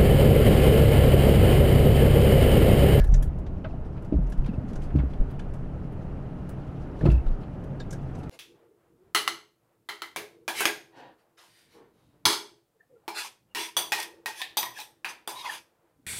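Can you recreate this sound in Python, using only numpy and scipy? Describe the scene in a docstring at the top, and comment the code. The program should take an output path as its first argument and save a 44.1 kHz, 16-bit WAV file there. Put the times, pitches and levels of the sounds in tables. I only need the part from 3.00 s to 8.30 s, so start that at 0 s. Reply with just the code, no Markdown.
"""A low tyre rumble and soft hiss, with knocks, deep air booms, ticks, clear notes and small chirps inside a car.
The saloon is on an uneven country road, heard from the driver's waist. Shaped noise makes the tyre sound;
swelling low waves make the cabin air heave and the rear axle thud. Noise snaps and dying tones make
the ticks of grit and trim, single tones make trim and strut ring, and groups of tones make the
suspension knock. A close pair of falling tones makes a loose part chirp."""
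import sys
import numpy as np
from scipy import signal
from scipy.fft import rfft, irfft
from scipy.io import wavfile
from scipy.ndimage import uniform_filter1d

SR = 44100
rng = np.random.default_rng(int(sys.argv[2]) if len(sys.argv) > 2 else 0)


def waveform_to_disk(signal):
    """Save audio, clipped to [-1, 1], as 16-bit WAV at the path in sys.argv[1]."""
    frames = np.transpose(np.atleast_2d(signal))
    scaled = np.clip(frames, -1, 1) * 32767
    samples = np.round(scaled).astype(np.int16)
    wavfile.write(sys.argv[1], SR, samples)


N = 233548  # length in samples

# How loud the tyres are over time. Each row: time in seconds, deep rumble level in dB, hiss level in dB.
ROAD_LEVELS = [(0, -21.5, -48.5), (.4, -32.5, -54), (1.2, -36, -53), (1.55, -36.5, -51), (1.9, -32, -50),
               (2.6, -35, -51.5), (3.8, -40.5, -50), (4.1, -35, -49.5), (4.5, -40.5, -51.5),
               (5.3, -42.5, -49)]
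# Tone colour of the tyre rumble. Each row: frequency in Hz, relative level in dB.
RUMBLE_COLOUR = [(8.8, -38), (15, 16), (95, -1), (130, -9.5), (182, -12.5), (211, -11.5), (286, -14),
                 (546, -25.5), (840, -31.5), (1100, -33.5), (1430, -67.5), (2420, -120)]
# Tone colour of the tyre hiss. Each row: frequency in Hz, relative level in dB.
HISS_COLOUR = [(290, -37), (500, 0.5), (611, -6), (666, -4), (827, -5), (1100, -21), (1220, -8.5),
               (1510, -14.5), (2300, -23.5), (2890, -24.5), (3430, -32), (8000, -43.5), (12600, -46),
               (13100, -62), (15500, -72.5)]
# Resonances of the car body. Each row: frequency in Hz, width in Hz, relative level in dB.
BODY_HUMS = [(38, 12, -13), (63.4, 31.5, 2.5), (134.8, 12.4, -1), (176, 16.4, -9), (370, 5.1, -38),
             (404.5, 19, -21.5), (612, 18, -25.5)]
DRONE_DB = -36.5  # steady part of the rumble, above the deep part

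# Low booms and slow heaves of the cabin air, after bumps and thuds. Each row: time of the deepest trough
# in seconds, peak level in dB, frequency in Hz, frequency it settles to in Hz, swell in seconds,
# fade in seconds.
CABIN_BOOMS = [(0.019, -11, 39.7, 37.8, 0.045, 0.018), (0.115, -10.5, 46, 35.8, 0.03, 0.082),
               (0.281, -22, 62, 66.5, 0.039, 0.026), (1.171, -13.5, 60, 56, 0.017, 0.01),
               (1.219, -19, 43, 42.6, 0.028, 0.063), (1.439, -23.5, 32, 40.2, 0.022, 0.041),
               (1.763, -31, 18, 20.7, 0.029, 0.08), (1.959, -17.5, 74, 62.9, 0.019, 0.088),
               (4.043, -19, 52, 59.6, 0.01, 0.017), (4.128, -11.5, 55.4, 60.5, 0.036, 0.043)]
# Thuds of the rear axle. Each row: time of the trough in seconds, peak level in dB, fade in seconds.
AXLE_THUDS = [(1.393, -11, 0.014), (2.209, -10, 0.014), (4.274, -14, 0.018), (4.312, -17, 0.035)]
THUD_HZ, THUD_SETTLE_HZ, THUD_SWELL_S = 25.6, 26, 0.0092
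SETTLE_S = 0.0093  # how quickly booms and thuds drift to their settled pitch
# Tone colour of the wheel patter and trim rattle. Each row: frequency in Hz, relative level in dB.
PATTER_COLOUR = [(40, -42), (75, 29.0), (140, 13.5), (300, -31.0), (1000, -29.0), (3000, -43.5),
                 (6000, -51.5), (14000, -70.0)]

# Ticks of grit and trim. Each row: time in seconds, overall level in dB, then relative to it
# body in dB, sizzle in dB, ring of the trim in dB; centre of the ring in Hz.
TICK_HITS = [(0.001, -43, -5, -10, 1, 2060), (0.004, -43, -11, -23, 2, 4600),
             (0.013, -46, -3, -29, 4, 1850), (0.027, -46, -6, -29, 0, 1800),
             (0.04, -34.5, -10, -7, -12, 1800), (0.071, -47, -20, -4, -2, 5830),
             (0.119, -52, -7, -25, 2, 6100), (0.1385, -16.5, -26.5, -28.5, -21, 2000),
             (0.224, -29.5, -14, -4, -18, 1750), (0.385, -47, -14, -9, -20, 3500),
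             (0.463, -42.5, 2, -27, -20, 3580), (0.642, -51.5, 15, -40, 15, 2800),
             (0.646, -56.5, 22.5, -42, 14, 1900), (0.651, -60, 24, -42, 16, 2500),
             (0.655, -68, 24, -46, 12, 1350), (1.021, -48.5, -17, -9, -7, 1730),
             (1.046, -47.5, -1, -12, -12, 6900), (1.148, -58, -3, -25, -5, 5460),
             (1.228, -55, -16, -9, -10, 7200), (1.124, -51, 4, -33, 5.5, 2430),
             (1.267, -41.5, -19, -24, -20, 1700), (1.297, -43.5, -16, -5, -7, 2600),
             (1.32, -37.5, -5, -13, -7, 1730), (1.322, -48, -13, -17, 5, 3160),
             (1.323, -56, -15, -17, 3, 6030), (1.375, -50, -6, -10, -14, 2500),
             (1.4432, -49, 7, -22, -3, 2800), (1.4597, -39.5, 1.5, -14, -15, 2160),
             (1.73, -38, -8, -18, -12, 2520), (1.755, -31, -16, -23, -16, 1550),
             (1.818, -39.5, -8, -18, -10, 3200), (1.902, -61, 20, -23.5, 16, 2100),
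             (1.957, -44.5, -2, -17.5, 6.5, 2400), (1.961, -50, -8, -20, 4, 4700),
             (1.985, -57.5, 20.5, -35, 21, 2950), (1.992, -56.5, 21.5, -33, 20.5, 2400),
             (1.998, -60, 21, -33, 14, 1800), (2.134, -50.5, 8, -13, -2, 3400),
             (2.307, -51.5, 0, -2, -1, 1800), (2.3921, -35.5, -4, -19, -5, 2750),
             (2.536, -41.5, -12, -12, -9, 2300), (2.9204, -57, -4, -2, -12, 1700),
             (3.49, -43, -2, -1.5, -7, 8600), (3.99, -43, -12, -17, -10, 3900),
             (4.0072, -45.5, 9, -13, 0, 1770), (4.046, -46, 8, -18, 2, 2500),
             (4.0541, -36.5, 5, -11, -1, 3920), (4.06, -42.5, 14, -16, 0, 1800),
             (4.071, -52, 17.5, -13, -1, 1400), (4.099, -40.5, 6, -13, -3, 3600),
             (4.1131, -34, -5, -12, -2, 2220), (4.262, -50, 7, -20, -2, 4100),
             (4.281, -45, -12, -31, -7, 4100), (4.4308, -55.5, 15, -33, -1, 2980),
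             (4.638, -47, -7, -9.5, -7, 1680), (4.799, -32, -12, -26, -3, 4300),
             (4.906, -22.5, -35, -21, -22, 2200), (4.9256, -25, -21, -16, -22, 5400),
             (5.15, -38, -14, -19, -27, 1900), (5.1844, -47, -19, -9, -20, 2600),
             (5.232, -42.5, -3, -17, -13, 4000)]
# Longer, softer scuffs of grit and trim. Each row: start in seconds, overall level in dB,
# then relative to it body in dB, sizzle in dB; centre of the ring in Hz, length in seconds.
SCUFF_HITS = [(0.0, -63, 14, -25, 1900, 0.071), (0.7, -63, 10, -20, 4000, .05),
              (0.84, -52, -3, -13, 5500, 0.044), (0.959, -58, 15, -15, 4500, 0.038),
              (1.47, -51, 9, -20, 3000, 0.025), (1.529, -51, -1, -16, 4500, 0.03),
              (1.672, -43, -6, -14, 5500, 0.056), (1.816, -39, -9, -14, 4500, 0.058),
              (1.964, -50, -2, -13, 4000, .05), (2.089, -50, -2, -14, 4500, 0.056),
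              (2.291, -53, 5, -8, 4500, 0.031), (2.545, -56, -6, -4, 5500, 0.021),
              (3.786, -47, -7, -17, 5500, 0.088), (4.014, -49, 7, -20, 2500, 0.047),
              (4.07, -49.5, 14.5, -9, 2490, 0.046), (4.12, -47, 5, -12, 4500, 0.081),
              (4.3, -49, 2, -22, 4500, 0.069), (4.4, -53, 2, -10, 5000, 0.034),
              (5.16, -45, -10, -12, 5500, 0.086)]
# Tones of the trim. Each row: frequency in Hz, relative level in dB, decay time in seconds before scaling.
TRIM_TONES = [(1440, 2.5, 0.21), (1562, 4, 0.058), (1703, -3, 0.11), (1940, -10, 0.023),
              (2180, -10.5, 0.066), (3310, -20, 0.068), (3520, -20, 0.04), (3650, -15.5, 0.035),
              (3700, -12.5, 0.028), (3900, -7, 0.036), (2680, -5.5, 0.044), (3050, -9, 0.047),
              (4640, -9.5, 0.027), (6400, -4, 0.027), (5900, 6.5, 0.025), (7330, -1.5, 0.024),
              (8600, 1, 0.033), (10550, 4.5, 0.039)]
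TICK_T60_S, RING_DB_PER_OCTAVE = 0.17, 29
HEAD_S, TAIL_DB, TICK_RISE_S = 0.012, -2, 0.0034  # a short head over a fainter, dying tail
SCUFF_RING_DB, SCUFF_RISE = -16, 0.25  # the rise is a share of the scuff's length
BUZZ_DB, BUZZ_OCTAVES = -9, 0.075  # rough band around the ring; 1 dB down this far from its centre
LUMP_DB = 1.5  # many small resonances, drawn afresh for every tick
EDGE_SHARE, EDGE_DB = 0.59, -5  # the level from 3 to 4 kHz partly follows the body

# Single clear notes of trim and strut, ringing out of a tick or a knock. Each row: time of the peak
# in seconds, level in dB, frequency in Hz, time to die by 60 dB in seconds.
CLEAR_NOTES = [(.006, -43, 1670, .05), (.002, -42, 1700, 0.088), (.003, -48, 2220, 0.1),
               (.018, -44, 1720, .03), (.0255, -42, 1670, .04), (.033, -47, 1730, .04),
               (.047, -47, 1700, .05), (.062, -53, 1800, .06), (.078, -54, 1640, .05),
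               (.143, -47, 1760, 0.086), (.1445, -60, 3430, .03), (.227, -47.5, 1720, 0.056),
               (.228, -50, 3290, 0.065), (.647, -44, 2120, 0.03), (.6468, -52, 3110, 0.036),
               (.648, -33, 602, 0.061), (.6495, -38.5, 1540, 0.031), (.654, -44.5, 1286, 0.093),
               (.7, -44, 680, .12), (.72, -47, 644, .08), (.7404, -38, 686, .03), (1.3235, -49, 1670, .04),
               (1.491, -25.5, 240, 0.026), (1.5346, -31.5, 283, 0.097), (1.58, -24.5, 250, 0.037),
               (1.519, -29, 170, .05), (1.615, -32.5, 245, 0.073), (1.647, -30, 235, 0.043),
               (1.6847, -27, 187, 0.043), (1.7408, -24.5, 130, 0.056), (1.9553, -16.5, 270, 0.031),
               (2.1372, -50, 3380, .015), (2.137, -64, 4020, 0.022), (2.398, -43, 1640, .025),
               (2.4, -52, 3460, .04), (4.0568, -22, 560, 0.033), (4.0576, -31, 855, .025),
               (4.066, -36.5, 1290, 0.042), (4.012, -33, 446, 0.062), (4.012, -47, 1740, .03),
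               (4.043, -28, 470, .04), (4.064, -18.5, 338, 0.21), (4.07, -22, 400, 0.044),
               (4.0746, -27.5, 680, 0.041), (4.0753, -34, 1010, 0.043), (4.1168, -47, 1550, .035),
               (4.804, -41, 1640, 0.068), (4.805, -47, 1770, 0.059), (4.804, -46, 3780, .03),
               (4.806, -57, 7190, 0.072), (4.8148, -47, 3640, 0.051), (4.9095, -44.5, 6100, 0.028),
               (4.9315, -41.5, 1620, 0.065), (4.931, -55, 5450, 0.055), (4.933, -54, 6400, 0.058)]
NOTE_RISE_S, NOTE_RISE_CYCLES = 0.0012, 0.79
NOTE_ROUGH, NOTE_GRAIN_CYCLES = .3, 5.5

# Suspension knocks. Each row: start in seconds, thump level in dB, centre of the thump in Hz,
# clack level in dB, centre of the clack in Hz.
SUSPENSION_KNOCKS = [(0.124, -9.5, 118, -36, 270), (0.146, -15, 123, -34, 483), (0.2, -33, 139, -31.5, 342),
                     (0.653, -27, 145, -28.5, 608), (1.123, -16, 229, -14.5, 284),
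                     (1.14, -15.5, 180, -19.5, 302), (1.187, -15, 169, -28.5, 363),
                     (1.402, -20, 127, -39, 268), (1.491, -15, 186, -38, 250), (1.53, -41, 127, -30, 272),
                     (1.58, -12, 110, -40, 247), (1.64, -17, 214, -43, 275), (1.683, -28, 185, -57, 272),
                     (1.713, -20.5, 205, -34.5, 386), (1.937, -19, 126.4, -35, 252),
                     (1.952, -7.5, 127.7, -19, 265), (1.972, -10.5, 116, -34, 320),
                     (1.988, -13.5, 172, -24.5, 283), (2.034, -33, 130, -25.5, 284),
                     (2.209, -22, 126, -27.5, 300), (4.011, -14.5, 190, -22, 344),
                     (4.034, -5.5, 120, -19.5, 274), (4.055, -3.5, 158.4, -17, 260),
                     (4.066, -16, 126, -22.5, 246), (4.083, -3.5, 126, -19.5, 350),
                     (4.121, -16, 180, -25, 312)]
# Soft thump tones of the chassis. Each row: frequency in Hz, relative level in dB,
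# decay time in seconds before damping.
CHASSIS_TONES = [(108, -2, .08), (133, 0, .1), (155, 0, .09), (180, 0, .08), (210, -1, .07)]
# Hard clack tones of the strut. Each row: frequency in Hz, relative level in dB,
# decay time in seconds before damping.
STRUT_TONES = [(239.2, 5, 0.055), (277.3, 1.5, 0.081), (335.2, -5.5, 0.063), (395, -6, 0.068),
               (534, -8.5, 0.059), (615, 1, 0.072), (827, -18.5, 0.093), (1330, -17.5, 0.049)]
THUMP_DAMPING, CLACK_DAMPING = 0.99, 0.9  # decay times are divided by these

# A loose part chirping. Each row: time of the peak in seconds, level in dB, length in seconds.
LOOSE_CHIRPS = [(0.711, -58, 0.0039), (1.445, -59, 0.0058), (1.496, -52.5, 0.0065), (1.543, -56.5, 0.0073),
                (4.061, -38, 0.0034), (4.079, -57, 0.0023), (4.103, -41.5, .005), (4.118, -45, .003),
                (4.13, -50.5, 0.0046), (4.152, -50.5, 0.009), (4.183, -50, 0.0042), (4.204, -59, 0.0053),
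                (5.206, -56, .004)]
CHIRP_HZ, CHIRP_SAG_HZ_PER_S = 2643, 14000

TREBLE_LIMIT_HZ = 15800


def amp(db):
    """Turns a level in dB into a gain."""
    return 10 ** (np.asarray(db) / 20)


def evened(x):
    """Scales a signal to an average (rms) level of 1."""
    return x / np.sqrt(np.mean(x ** 2) + 1e-20)


def smoothed(x, size):
    """Smooths a signal twice with a moving average."""
    return uniform_filter1d(uniform_filter1d(x, size), size)


def read(points, hz):
    """Reads a tone colour in dB between its points, on a log-frequency axis."""
    f, value = np.transpose(points)
    return np.interp(np.log(hz + 1), np.log(f + 1), value)


def add(mix, s, sound):
    """Adds a sound that starts at s seconds, cut to the ends of the mix."""
    at = round(s * SR)
    part = mix[max(at, 0):][:len(sound) + min(at, 0)]
    part += sound[max(-at, 0):][:len(part)]


def noise(gain, size, patchy_db):
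    """Makes coloured noise from random short-time spectra with drifting patches of level."""
    frames, hz = 4 * N // size + 5, np.fft.rfftfreq(size, 1 / SR)
    a, b, patches = rng.standard_normal((frames, len(hz), 3)).T
    patches = uniform_filter1d(patches, size=10, axis=0)  # across frequency
    patches = evened(uniform_filter1d(patches, size=6, axis=1))  # across time
    spectra = (a + 1j * b) * gain(hz)[:, None] * amp(patchy_db * patches)
    sound = signal.istft(spectra, nperseg=size, noverlap=3 * size // 4)[1]
    return evened(sound[:N])


def ring(modes, weight_db, damping, t, spread):
    """Sums dying tones, each with a small random detune and delay."""
    hz, db, t60 = np.transpose(modes)[:, :, None]
    detune, lag = rng.random((len(modes), 2, 1)).transpose(1, 0, 2)
    turns = hz * (1 + spread * (detune - .5)) * t + 0.057 * lag
    level = amp(db + weight_db(hz) - 60 * t * damping / t60)
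    return (level * np.sin(2 * np.pi * turns)).sum(0)


def road():
    """Tyres shake the body into its hums; the hiss comes in through glass and seals."""
    s, *levels = np.transpose(ROAD_LEVELS)
    deep_db, hiss_db = (np.interp(np.arange(N) / SR, s, db) for db in levels)

    def rumble_gain(hz):
        hums = sum(amp(db) ** 2 / (1 + (2 * (hz - f) / w) ** 2) ** 2 for f, w, db in BODY_HUMS)
        return np.sqrt(amp(read(RUMBLE_COLOUR, hz) - 5.5) ** 2 + hums)

    rumble = noise(rumble_gain, size=8192, patchy_db=-0.5)
    deep = signal.sosfiltfilt(signal.butter(3, 108, fs=SR, output="sos"), rumble)
    drone = evened(rumble - deep)
    hiss = noise(lambda hz: amp(read(HISS_COLOUR, hz)), size=512, patchy_db=1.13)
    return amp(deep_db) * evened(deep) + amp(DRONE_DB) * drone + amp(hiss_db) * hiss


def heaves():
    """Each jolt pumps the closed cabin for a few cycles while the wheel patters and the trim rattles."""
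    out, jolt = np.zeros(N), np.zeros(N)
    t = np.arange(-SR // 4, SR // 4) / SR  # zero at the trough
    thuds = [(s, db, THUD_HZ, THUD_SETTLE_HZ, THUD_SWELL_S, fade) for s, db, fade in AXLE_THUDS]
    for s, db, hz, settle_hz, swell, fade in CABIN_BOOMS + thuds:
        shape = amp(db) * np.exp(-.5 * (t / np.where(t < 0, swell, fade)) ** 2)
        after = np.maximum(t, 0)
        drift = after - SETTLE_S * (1 - np.exp(-after / SETTLE_S))
        turns = hz * t + (settle_hz - hz) * drift
        add(out, s + t[0], -shape * np.cos(2 * np.pi * turns))
        add(jolt, s + t[0], shape)
    patter = noise(lambda hz: amp(read(PATTER_COLOUR, hz)), size=2048, patchy_db=8.5)
    return out + amp(-12.5) * jolt * patter


def tick(body_db, sizzle_db, ring_db, ring_hz, t60, head_s=HEAD_S, rise_s=TICK_RISE_S):
    """A snap of noise that dies in the padded cabin, and the ring of the trim it strikes."""
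    t, hz = np.arange(4096) / SR, np.fft.rfftfreq(4096, 1 / SR)
    edge_db = EDGE_DB + EDGE_SHARE * body_db
    colour = [(400, body_db - 2.5), (1000, body_db), (1600, body_db - 5.5),
              (3200, edge_db - 4.5), (4200, edge_db - 6.5), (6100, -17.5),
              (10500, sizzle_db - 9.5), (12500, sizzle_db - 13.0),
              (13300, 2.1 * sizzle_db - 10.0), (15000, 1.7 * sizzle_db - 14.0)]
    buzz = amp(ring_db + BUZZ_DB - (np.log2((hz + 1) / ring_hz) / BUZZ_OCTAVES) ** 2)
    lumps = evened(amp(LUMP_DB * evened(smoothed(rng.standard_normal(len(hz)), 16))))
    snap = irfft(rfft(rng.standard_normal(4096)) * (amp(read(colour, hz)) * lumps + buzz))
    snap = snap * (np.exp(-(t / head_s) ** 2) + amp(TAIL_DB - 60 * t / t60))

    def weight_db(f):
        near = ring_db - RING_DB_PER_OCTAVE * np.abs(np.log2((f + 1) / ring_hz))
        # high trim tones also ring at least as strongly as the snap's colour
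        return np.where(f < 5000, near, np.maximum(near, read(colour, f)))

    sound = snap + ring(TRIM_TONES, weight_db, 0.26 / t60, t, spread=0.0064)
    end_fade = np.cos(np.pi / 2 * t / t[-1])
    return sound * (1 - np.exp(-(t / rise_s) ** 2)) * end_fade


def ticks():
    """Grit and trim make the listed ticks and scuffs, over a random patter of faint scuffs."""
    out = np.zeros(N)
    for s, db, *colour in TICK_HITS:
        add(out, s - .0012, amp(db) * tick(*colour, TICK_T60_S))
    for s, db, body_db, sizzle_db, ring_hz, length in SCUFF_HITS:
        scuff = tick(body_db, sizzle_db, SCUFF_RING_DB, ring_hz, TICK_T60_S,
                     head_s=length, rise_s=SCUFF_RISE * length)
        add(out, s, amp(db) * scuff)
    for when, size, bright in rng.random((30, 3)):
        faint = tick(-1.5, -20 + 9.0 * bright, -7.5, 4000 + 2200 * bright, 0.22,
                     head_s=0.038, rise_s=0.016)
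        add(out, when * N / SR, amp(-59 + 6 * size) * faint)
    return out


def clear_notes():
    """A note of trim or strut swells within a few cycles and dies away, with a slightly rough tone."""
    out, t = np.zeros(N), np.arange(-800, 6000) / SR  # zero at the peak
    for s, db, hz, t60 in CLEAR_NOTES:
        rise = np.exp(-(np.minimum(t, 0) / (NOTE_RISE_S + NOTE_RISE_CYCLES / hz)) ** 2)
        fade = amp(db - 60 * np.maximum(t, 0) / t60)
        grain = int(NOTE_GRAIN_CYCLES * SR / hz / 2) + 1  # in samples
        a, b = evened(smoothed(rng.standard_normal((2, len(t))), grain))
        turn = 2 * np.pi * hz * t
        note = (1 + NOTE_ROUGH * a) * np.cos(turn) + NOTE_ROUGH * b * np.sin(turn)
        add(out, s + t[0], rise * fade * note)
    return out


def knocks():
    """A blow thumps the chassis and clacks in the strut, favouring the tones nearest its centres."""
    out, t = np.zeros(N), np.arange(SR // 4) / SR

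    def near(centre_hz, db_per_octave):
        return lambda hz: -db_per_octave * np.abs(np.log2(hz / centre_hz))

    # rubber bushings soften the start
    soft, hard = (1 - np.exp(-(t / rise) ** 2) for rise in (.004, .0025))
    for s, thump_db, thump_hz, clack_db, clack_hz in SUSPENSION_KNOCKS:
        thump = ring(CHASSIS_TONES, near(thump_hz, 36.0), THUMP_DAMPING, t, spread=0.088)
        clack = ring(STRUT_TONES, near(clack_hz, 13.6), CLACK_DAMPING, t, spread=0.084)
        add(out, s, -amp(thump_db) * thump * soft - amp(clack_db) * clack * hard)
    return out


def chirps():
    """A small metal part rubs briefly and sings on a close pair of tones that sags in pitch."""
    out, t = np.zeros(N), np.arange(-1200, 1200) / SR  # zero at the peak
    for (s, db, length), lag in zip(LOOSE_CHIRPS, rng.random(len(LOOSE_CHIRPS))):
        turns = CHIRP_HZ * t - CHIRP_SAG_HZ_PER_S * t ** 2 / 2
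        pair = np.sin(2 * np.pi * turns) + 0.38 * np.sin(2 * np.pi * (1.045 * turns + lag))
        shape = np.exp(-(t / (length * np.where(t < 0, 0.8, 1.2))) ** 2)
        add(out, s + t[0], amp(db) * pair * shape)
    return out


def scene():
    """Adds all the sources together as one channel."""
    return (road() + heaves() + ticks() + clear_notes() + knocks() + chirps())[None]


def record(dry):
    """Cuts the very highest treble with a steep low-pass filter."""
    low_pass = signal.firwin(2047, TREBLE_LIMIT_HZ, window=("kaiser", 9), fs=SR)
    return signal.oaconvolve(dry, low_pass[None], "same")


dry = scene()
out = record(dry)
waveform_to_disk(out)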